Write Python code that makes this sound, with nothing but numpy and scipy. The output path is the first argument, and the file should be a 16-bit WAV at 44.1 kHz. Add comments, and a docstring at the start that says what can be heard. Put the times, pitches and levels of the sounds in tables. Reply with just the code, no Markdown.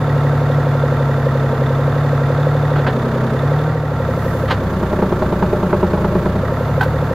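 """A small three-cylinder diesel excavator digging, in close stereo from just above the open seat.
The exhaust drones on the firing rate; piston knocks, injector ticks and a clatter of gears and covers
repeat with every engine cycle. When the bucket bites, the engine lugs and bumps the frame.
Loose pins clank in the arm's joints, and oil hisses through the valves on each stroke of the arm.
The sound crossfades from beside the seat to behind it, dipping in level midway."""
import sys
import numpy as np
from scipy import signal
from scipy.fft import rfft, irfft, next_fast_len
from scipy.io import wavfile
from scipy.ndimage import uniform_filter1d, minimum_filter1d

SR = 44100
rng = np.random.default_rng(int(sys.argv[2]) if len(sys.argv) > 2 else 0)


def materialize(psi):
    """Save the field psi as 16-bit PCM at rate SR to the path in sys.argv[1].

    A 1-D psi becomes a single channel; in a 2-D psi each row is a channel.
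    """
    bounded = np.clip(np.atleast_2d(psi).T, -1, 1)
    quanta = np.round(bounded * 32767).astype(np.int16)
    wavfile.write(sys.argv[1], SR, quanta)


N = 314874
TIME = np.arange(N) / SR
CYLINDERS = 3
CLATTER_LUG_DB_PER_RPM = 0.0042

# silencer response from beside the seat: frequency_hz, level_db
SILENCER_FROM_BESIDE = [(35, -51.5), (62, -29), (70, -25.5), (96, -28), (104, -17.5), (129, -4.5),
                        (142, -1.2), (163, -4.5), (178, -30), (205, -17), (235, -29)]
# silencer response from behind the seat: frequency_hz, level_db
SILENCER_FROM_BEHIND = [(30, -42), (35, -45), (58, -22), (70, -22.5), (84, -13), (88.5, -19.5), (94, -15),
                        (107, -14), (117, -13.5), (128, -14), (142, -7), (172, -5.5), (210, -30)]
# harmonics of the firing rate as they leave the cylinders, lowest first: level_db
FIRING_HARMONICS = [-2, -6, -9.5, -14, -22, -24.5]
# rumble of uneven burning: frequency_hz, level_db
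RUMBLE_SPECTRUM = [(25, -20), (45, -7), (60, 3.5), (100, -0.5), (140, 6), (175, 9.5), (225, -2.5), (260, 0),
                   (500, -53)]

def exhaust(cycle, rpm, lug_rpm, lag_rad=0.777):
    """Three firings a cycle drone, each harmonic swelling in the silencer's resonances."""
    firing_hz = CYLINDERS * rpm / (2 * 60)
    phase = 2 * np.pi * CYLINDERS * (cycle - 0.063)
    drone = 0
    for k, harmonic_db in enumerate(FIRING_HARMONICS, 1):
        beside_db = np.interp(k * firing_hz, *np.transpose(SILENCER_FROM_BESIDE))
        behind_db = np.interp(k * firing_hz, *np.transpose(SILENCER_FROM_BEHIND))
        waver_db = (1 + 0.005 * lug_rpm) * walk(30)  # lugging makes the firings uneven
        gain = undb(crossfade(beside_db, behind_db) + harmonic_db + waver_db)
        drone += np.sqrt(2) * gain * np.cos(k * phase - lag_rad * k * k)
    strong_cylinder = 1 + 0.089 * np.cos(2 * np.pi * (cycle - 0.51))
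    rumble = colour(rng.standard_normal(N), RUMBLE_SPECTRUM)
    return drone * strong_cylinder + level(rumble, crossfade(-37.5, -29.5) + 0.012 * lug_rpm)

# blows inside the engine: cycle_fraction, pitch_hz, width_hz, level_db
ENGINE_KNOCKS = [(.958, 513.3, 174, -26), (.235, 490, 170, -34), (.165, 1905, 125, -43.5),
                 (0.4, 1890, 110, -47), (0.7, 2100, 160, -52.5), (.54, 1270, 620, -37.5),
                 (.5, 921, 24, -37), (0.7, 1550, 68, -43.5), (0.4, 1090, 280, -45)]

def knocks(cycle, lug_rpm, bonnet_hz=528, bonnet_t60_s=0.13):
    """Piston slap and valve ticks, softer as the engine lugs; the first knock rings the bonnet."""
    voices = []
    for place, hz, width, db in ENGINE_KNOCKS:
        blows = every_cycle(cycle, [place], 1, jitter_s=0.0001, scatter_db=1.9)
        voices.append(level(resonance(blows, hz, width, passes=3), db))
    bonnet = resonance(voices[0], bonnet_hz, np.log(1000) / np.pi / bonnet_t60_s)
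    knocking = sum(voices) * undb(crossfade(-1, -2.5)) + level(bonnet, crossfade(-45, -34))
    return knocking * undb(-0.08 * lug_rpm)

# response of the engine casing: frequency_hz, level_db
CASING_SPECTRUM = [(60, -9), (130, 6.5), (175, -1.5), (240, -2.5), (330, -2.5), (440, -0.5), (580, -1.5),
                   (690, -7), (930, -5), (1380, -9), (1800, -15), (2300, -26.5), (4000, -45.5), (8000, -48)]
# modes of the engine covers: pitch_hz, t60_s, level_db
COVER_MODES = [(776, 0.91, 2), (870, 0.43, -17), (921, 0.44, 3.5), (970, 0.077, -37), (1184, 0.53, 4.5),
               (1273, 0.13, 11), (1385, 0.29, 9.5), (1544, 0.95, -1.5), (1796, 0.3, 2), (1900, 0.2, -11),
               (2820, 0.24, -8), (3495, 0.054, 1)]

def clatter(cycle, load, clatter_db):
    """Small contacts ring the casing and covers; the fan adds a rush of the same colour."""
    contacts = chatter(cycle, count=130, jitter_s=0.00004, scatter_db=1.8)
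    fan = level(rng.standard_normal(N), -11)
    drive = level(contacts, 0) * (1 + throb(cycle, load)) + fan
    casing = level(colour(drive, CASING_SPECTRUM), clatter_db + 5)
    covers = level(ring(drive, COVER_MODES), clatter_db - 9.5)
    return casing + covers

# floor and side panels around the seat: pitch_hz, width_hz, level_db
PANEL_RESONANCES = [(173, 48, -2), (229.7, 30.5, 3.5), (255.5, 47, -6.5), (447, 62, -0.5)]
# modes of the frame, also struck by bumps and clanks: pitch_hz, t60_s, level_db
FRAME_MODES = [(190, 0.1, 2), (357, 0.085, 0), (425, 0.08, 1.5), (530, 0.016, -4), (607, 0.085, 0.5)]

def bodywork(cycle, load):
    """The panels growl under load; the frame shudders as the bucket pulls through the soil."""
    shake = chatter(cycle, count=60, jitter_s=0.00018, scatter_db=1.8)
    panels = sum(undb(db) * resonance(shake, hz, width, passes=2) for hz, width, db in PANEL_RESONANCES)
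    frame = colour(ring(shake, FRAME_MODES), [(200, 4.5), (600, 4.5), (1500, -25), (4000, -16)])
    digging = gesture(start_s=4.34, end_s=6.26, attack_s=0.55, release_s=0.45)
    chug = 1 + 0.086 * np.cos(2 * np.pi * (cycle - 0.049))
    return level(panels, crossfade(-34, -40) + 10.5 * load) + digging * chug * level(frame, -22.5)

# the lugging engine's bumps, about one a cycle, some just after a lighter engine knock:
# start_s, thud_db, clack_db
ENGINE_BUMPS = [(4.808, -17, -26), (4.829, -9.5, -9), (4.908, -14, -22), (4.928, -10, -10),
                (4.987, -8.5, -12), (5.021, -4.5, -7.5), (5.122, -4.5, -6.5), (5.208, -15, -25),
                (5.221, -4.5, -5), (5.323, -6.5, -8), (5.424, -4, -2.5), (5.529, -4.5, -24),
                (5.629, -9.5, -9), (5.728, 2, 2.5), (5.829, -1.5, -1), (5.918, -21, -28), (5.933, -5, -7),
                (5.972, -26, -9), (6.044, -6.5, -6), (6.151, -3.5, -5), (6.257, -6, -8), (6.359, -14, -15)]
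# modes of the steel floor plate: pitch_hz, t60_s, level_db
PLATE_MODES = [(820, 0.083, -2), (860, 0.039, 3.5), (961, 0.049, 3), (1107, 0.058, -3), (1260, 0.069, -10),
               (1450, 0.05, -8), (1635, 0.06, -16)]

def bumps(rebound_s=0.01075):
    """The engine thuds through a rubber mount and rebounds; the floor plate clacks, loose parts shake."""
    start_s, thud_db, clack_db = np.transpose(ENGINE_BUMPS)
    thuds, clacks = pulses(start_s, undb(thud_db)), pulses(start_s, undb(clack_db))
    jitter_s = 0.00012 * rng.standard_normal(len(start_s))
    rebounds = pulses(start_s + rebound_s + jitter_s, 0.29 * undb(thud_db))
    frame = undb(-7) * ring(thuds + rebounds, FRAME_MODES)
    plate = undb(-12) * ring(clacks, PLATE_MODES)
    snap = burst(clacks, decay_s=0.0052) + undb(6) * clacks
    crack = undb(-2) * resonance(snap, hz=1200, width_hz=1100, passes=2)
    loose_spectrum = [(100, -4), (280, 5), (360, 13.5), (600, 12), (1100, 1),
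                      (1600, -17), (2400, -12), (5000, -30), (12000, -44)]
    loose_parts = undb(-9) * colour(burst(thuds, decay_s=0.016), loose_spectrum)
    return lowpass(frame + plate + crack, hz=1900, order=3) + loose_parts

# play in the arm's joints:
# start_s, level_db, rattle_s, scrape_db, cutoff_hz, ring_db, t60_fraction, thud_db
JOINT_CLANKS = [(2.757, -15.5, 0.012, -1, 3400, 3.5, 0.5, -3), (2.782, -18, 0.012, -1, 3000, 0, 0.7, -2),
                (2.865, -5.5, 0.01, -1.5, 3200, -3, 0.6, -12.5),
                (4.475, -23.5, 0.018, 9.5, 3440, -1, 0.4, -4),
                (4.498, -17.5, 0.0061, 7, 3500, -5, 0.24, -16),
                (4.506, -9.5, 0.0087, 3, 5340, -12, 0.03, -14),
                (6.809, -7.5, 0.0029, -7, 13100, -1, 1, -14),
                (6.827, -16, 0.0093, -2.5, 12900, 4, 0.62, -12)]
# modes of the steel arm: pitch_hz, t60_s, level_db
ARM_MODES = [(749, 0.27, 2), (848, 0.11, 5), (1006, 0.056, 5), (1240, 0.066, -8), (1523, 0.058, 9.5),
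             (1690, 0.036, 2), (1944, 0.055, -5), (2200, 0.036, -27), (2500, 0.043, -11), (3180, 0.033, -9),
             (3550, 0.046, -18), (4050, 0.037, -25)]
# steel rubbing on steel: frequency_hz, level_db
SCRAPE_SPECTRUM = [(200, -33), (800, 9), (1600, 8.5), (2400, -1), (3300, 1), (4400, -2.5), (5500, -12),
                   (8500, -18), (11000, -14), (15500, -6.5)]

def clanks(clean_hit_s=0.0062, bounces=22):
    """A pin hits the end of its play, ringing arm and frame; rattling, it damps the ring and scrapes."""
    out = 0
    rub = rush(SCRAPE_SPECTRUM, side_db=-22)
    for start_s, db, rattle_s, scrape_db, cutoff_hz, ring_db, t60_fraction, thud_db in JOINT_CLANKS:
        delays_s = np.r_[0, rattle_s * rng.exponential(1, bounces)]
        sizes = np.r_[min(1, clean_hit_s / rattle_s), 0.14 * rng.standard_normal(bounces)]
        blows = lowpass(pulses(start_s + delays_s, sizes), hz=4200, order=3)
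        damped_modes = [(hz, t60 * t60_fraction, mode_db) for hz, t60, mode_db in ARM_MODES]
        steel = undb(ring_db - 11.5) * ring(blows, damped_modes)
        age_s = np.maximum(TIME - start_s, 0)
        rise = 1 - np.exp(-age_s / (0.61 * rattle_s))
        fall = np.exp(-np.minimum(age_s / (0.0095 + 0.75 * rattle_s), 20))
        scrape = undb(scrape_db - 6) * rise * fall * rub
        thud = undb(thud_db - 6) * ring(pulses([start_s], [1.]), FRAME_MODES)
        out += undb(db) * lowpass(steel + scrape + thud, cutoff_hz, order=2)
    return out

# the arm is lowered, pulled in and lifted: start_s, end_s, hiss_db, hum_db, whistle_db
ARM_STROKES = [(4.0, 4.38, -50, -33.5, -72), (4.45, 6.25, -58, -46, -68), (6.3, 7.14, -61, -42, -62)]
# oil in the control valves: frequency_hz, level_db
OIL_SPECTRUM = [(3000, -7.5), (6000, 0), (7500, -1.5), (8600, -9), (9800, 0), (13000, 1), (15500, 1.5),
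                (17000, -15)]

def hydraulics(cycle, beats_per_cycle=30):
    """On each stroke the pump hums, the oil hisses above its idle flow and a valve whistles faintly."""
    hiss, hum, whistle = sum(np.outer(undb(dbs), gesture(start, end, attack_s=0.27, release_s=0.18))
                             for start, end, *dbs in ARM_STROKES)
    pump = np.sqrt(2) * hum * undb(2.2 * walk(12)) * np.sin(2 * np.pi * beats_per_cycle * cycle)
    idle_hiss = undb(crossfade(-58, -58))
    oil = rush(OIL_SPECTRUM, side_db=2) * np.hypot(hiss, idle_hiss)
    valve = resonance(rng.standard_normal(N), hz=13230, width_hz=130)
    return pump + oil + whistle * level(valve, 1.3 * walk(15))

# tones of the running gear, with the hydraulic pump's second harmonic at 60 per cycle: cycle_multiple (rounded
# when played), level_db, resonance_hz, width_hz
WHINE_TONES = [(8, -36, 73, 3.8), (20, -31, 229, 13.6), (25, -48.5, 295, 50), (60, -42, 650, 20),
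               (64.4, -43, 768, 16), (70, -36, 845, 25)]

def whines(cycle, rpm, load):
    """Thin tones follow the crankshaft, each swelling as it crosses a resonance of the body."""
    tones = 0
    for multiple, db, hz, width in WHINE_TONES:
        harmonic = round(multiple)
        detuning = 2 * (harmonic * rpm / (2 * 60) - hz) / width
        gain = undb(db + 2 * walk(3.98)) / np.hypot(1, detuning)
        tones += gain * np.sin(2 * np.pi * harmonic * cycle)
    return np.sqrt(2) * tones * undb(crossfade(0, -0.5) - 5.5 * load)

# sizzle of injectors and valves: frequency_hz, level_db
SIZZLE_SPECTRUM = [(1500, -9.5), (2300, 2), (2900, 0.5), (3550, 0.5), (4100, -1.5), (4600, -1.5),
                   (5300, -9), (7000, -8), (8500, -23), (11000, -17.5), (15500, -19)]

def sizzle(cycle, load, clatter_db):
    """Bright noise swells at each injection and prickles with small contacts."""
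    contacts = chatter(cycle, count=120, jitter_s=0.00005, scatter_db=1.5)
    fuzz = undb(-3) * rush(SIZZLE_SPECTRUM, side_db=-5)
    ticks = level(colour(contacts, SIZZLE_SPECTRUM), -7)
    gain = undb(-44 + 0.84 * (clatter_db - np.mean(clatter_db)))
    return (1 + throb(cycle, load)) * (fuzz + ticks) * gain

# the three injectors in turn: cycle_fraction, level_db
INJECTIONS = [(0.131, 1.5), (0.458, 3), (0.821, 2)]
# steel fuel pipes: pitch_hz, width_hz, level_db
FUEL_PIPES = [(3560, 380, -50.5)]

def injectors(cycle, lug_rpm):
    """Each injection buzzes in the fuel pipes: a metallic ticking, clearest from beside the seat."""
    places, dbs = np.transpose(INJECTIONS)
    shots = every_cycle(cycle, places, undb(dbs), jitter_s=0.00037, scatter_db=2)
    buzz = burst(shots, decay_s=0.011)
    pipes = sum(level(resonance(buzz, hz, width, passes=2), db) for hz, width, db in FUEL_PIPES)
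    return pipes * undb(crossfade(0, -5) + CLATTER_LUG_DB_PER_RPM * lug_rpm)

def chatter(cycle, count, jitter_s, scatter_db):
    """Many small contacts in gears and covers, the same pattern on every cycle."""
    places = (np.arange(count) + rng.random(count)) / count
    return every_cycle(cycle, places, rng.choice([-1, 1], count), jitter_s, scatter_db)

def every_cycle(cycle, places, sizes, jitter_s, scatter_db):
    """Blows at set places in the engine cycle, never quite alike in time or force."""
    positions = np.arange(-1, 90)[:, None] + np.asarray(places)
    times = np.interp(positions, cycle, TIME, left=-1, right=-1)
    times += jitter_s * rng.standard_normal(times.shape)
    return pulses(times, sizes * undb(scatter_db * rng.standard_normal(times.shape)))

def throb(cycle, load):
    """A swell at each injection, deeper under load; mean 0."""
    return (0.13 + 0.12 * load) * np.cos(2 * np.pi * CYLINDERS * (cycle - 0.21))

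def crossfade(beside_db, behind_db, start_s=3.56, end_s=4.085, dip_db=-3):
    """A level that crossfades from beside the seat to behind it, dipping midway."""
    blend = np.clip((TIME - start_s) / (end_s - start_s), 0, 1)
    return beside_db + blend * (behind_db - beside_db) + dip_db * np.sin(np.pi * blend) ** 2

# balance between the microphones: frequency_hz, left_minus_right_db
MIC_BALANCE = [(60, 0.17), (600, 0.03), (1100, -0.5), (2200, -6), (4000, 4), (8000, -.6), (12000, -1)]

def nearby_steel(stereo):
    """Steel close to the microphones favours one or the other in the treble."""
    return np.array([colour(channel, [(hz, sign * db / 2) for hz, db in MIC_BALANCE])
                     for channel, sign in zip(stereo, (1, -1))])

# stereo width of the clatter: frequency_hz, side_minus_mid_db
CLATTER_WIDTH = [(60, -42), (250, -16.5), (600, -63), (1000, -25), (1400, -21), (2000, -4), (4000, 4.5)]

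def scattered_clatter(cycle, load, clatter_db):
    """Clatter scattered by the arm and a wall reaches the two microphones unalike."""
    side = colour(clatter(cycle, load, clatter_db), CLATTER_WIDTH)
    return np.array([side, -side])

def undb(db):
    """Decibels to gain."""
    return 10 ** (np.asarray(db) / 20)

def level(x, db):
    """Scale x to rms 1, then apply a steady or moving level."""
    return x * undb(db) / np.sqrt(np.mean(x ** 2))

def colour(x, points):
    """Filter x by a curve of (frequency_hz, level_db) points."""
    hz, db = np.transpose(points)
    size = next_fast_len(N + 4096)
    bins_hz = np.maximum(np.arange(size // 2 + 1) * SR / size, 1)
    gain = undb(np.interp(np.log(bins_hz), np.log(hz), db))
    return irfft(rfft(x, size) * gain, size)[:N]

def lowpass(x, hz, order):
    """Dull x above hz."""
    return signal.sosfilt(signal.butter(order, hz, fs=SR, output="sos"), x)

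def resonance(x, hz, width_hz, passes=1):
    """Two-pole band-passes in series, gain 1 at the centre."""
    for _ in range(passes):
        x = signal.lfilter(*signal.iirpeak(hz, hz / width_hz, fs=SR), x)
    return x

def ring(x, modes):
    """Let x strike a body with (pitch_hz, t60_s, level_db) modes."""
    t = TIME[:SR // 3]
    response = sum((-1) ** k * undb(db - 60 * t / t60) * np.sin(2 * np.pi * hz * t)
                   for k, (hz, t60, db) in enumerate(modes))
    return signal.fftconvolve(x, response)[:N]

def pulses(times, sizes):
    """Clicks at the given times, each shared between two samples."""
    at = np.ravel(times) * SR
    inside = (at > 0) & (at < N - 2)
    at, sizes = at[inside], np.ravel(sizes)[inside]
    i = at.astype(int)
    return np.bincount(i, sizes * (1 - at + i), N) + np.bincount(i + 1, sizes * (at - i), N)

def burst(blows, decay_s):
    """Noise that starts at each blow and dies away."""
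    return signal.lfilter([1], [1, -np.exp(-1 / (decay_s * SR))], blows) * rng.standard_normal(N)

def rush(points, side_db):
    """Coloured noise, partly shared by the two microphones; rms 1 in the middle."""
    mid, side = (level(colour(rng.standard_normal(N), points), 0) for _ in range(2))
    return mid + undb(side_db) * np.array([side, -side])

def walk(rate_hz):
    """Smooth random drift with a spread near 1."""
    hold = int(SR / rate_hz)
    steps = np.repeat(rng.standard_normal(N // hold + 1), hold)
    return 1.4 * uniform_filter1d(uniform_filter1d(steps, hold), hold)[:N]

def gesture(start_s, end_s, attack_s, release_s):
    """Rise from the start, hold until the end, then fall; 0-1."""
    return np.clip(np.minimum((TIME - start_s) / attack_s, 1 - (TIME - end_s) / release_s), 0, 1)

# crankshaft speed: time_s, speed_rpm
CRANK_SPEED = [(0.0, 1481), (0.12, 1429), (0.6, 1430), (1.3, 1375), (1.65, 1358), (2.02, 1443),
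               (2.24, 1388), (2.42, 1454), (2.78, 1458), (2.93, 1313), (3.3, 1285), (3.5, 1447),
               (3.72, 1554), (3.86, 1474), (4.0, 1393), (4.48, 1364), (4.68, 1228), (5.2, 1203),
               (5.7, 1172), (5.95, 1130), (6.22, 1141), (6.5, 1374), (6.75, 1416), (6.95, 1499),
               (7.14, 1334)]

def scene(free_rpm=1380, loaded_rpm=1354, lug_below_rpm=1348, flywheel_lag_s=0.014):
    """The excavator from above the seat; the sag in engine speed tells the load."""
    rpm = np.interp(TIME, *np.transpose(CRANK_SPEED))
    cycle = np.cumsum(rpm) / (2 * 60 * SR)  # four-stroke cycles, two crankshaft turns each
    coming_rpm = np.interp(TIME + flywheel_lag_s, TIME, rpm)  # speed follows the load late
    load = np.clip((free_rpm - coming_rpm) / (free_rpm - loaded_rpm), 0, 1)
    lug_rpm = np.maximum(lug_below_rpm - rpm, 0)
    clatter_db = crossfade(-27.5, -28.5) + 0.15 * load + CLATTER_LUG_DB_PER_RPM * lug_rpm
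    engine = exhaust(cycle, rpm, lug_rpm) + whines(cycle, rpm, load) + knocks(cycle, lug_rpm)
    rattle = clatter(cycle, load, clatter_db) + bodywork(cycle, load)
    scattered = scattered_clatter(cycle, load, clatter_db)
    ticking = sizzle(cycle, load, clatter_db) + injectors(cycle, lug_rpm)
    digging = hydraulics(cycle) + bumps() + clanks()
    return nearby_steel(engine + rattle + scattered + ticking + digging)

def record(dry, ceiling=0.78, top_hz=15600, fade_s=0.004):
    """A limiter after the microphones holds down the peaks; the top is cut and the ends fade."""
    gain = np.minimum(1, ceiling / (np.abs(dry).max(axis=0) + 1e-9))
    gain = uniform_filter1d(minimum_filter1d(gain, size=260), size=260)
    fade = np.minimum(1, np.minimum(TIME, TIME[::-1]) / fade_s)
    return signal.sosfilt(signal.ellip(10, 0.2, 80, top_hz, fs=SR, output="sos"), dry * gain * fade)

dry = scene()
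out = record(dry)
materialize(out)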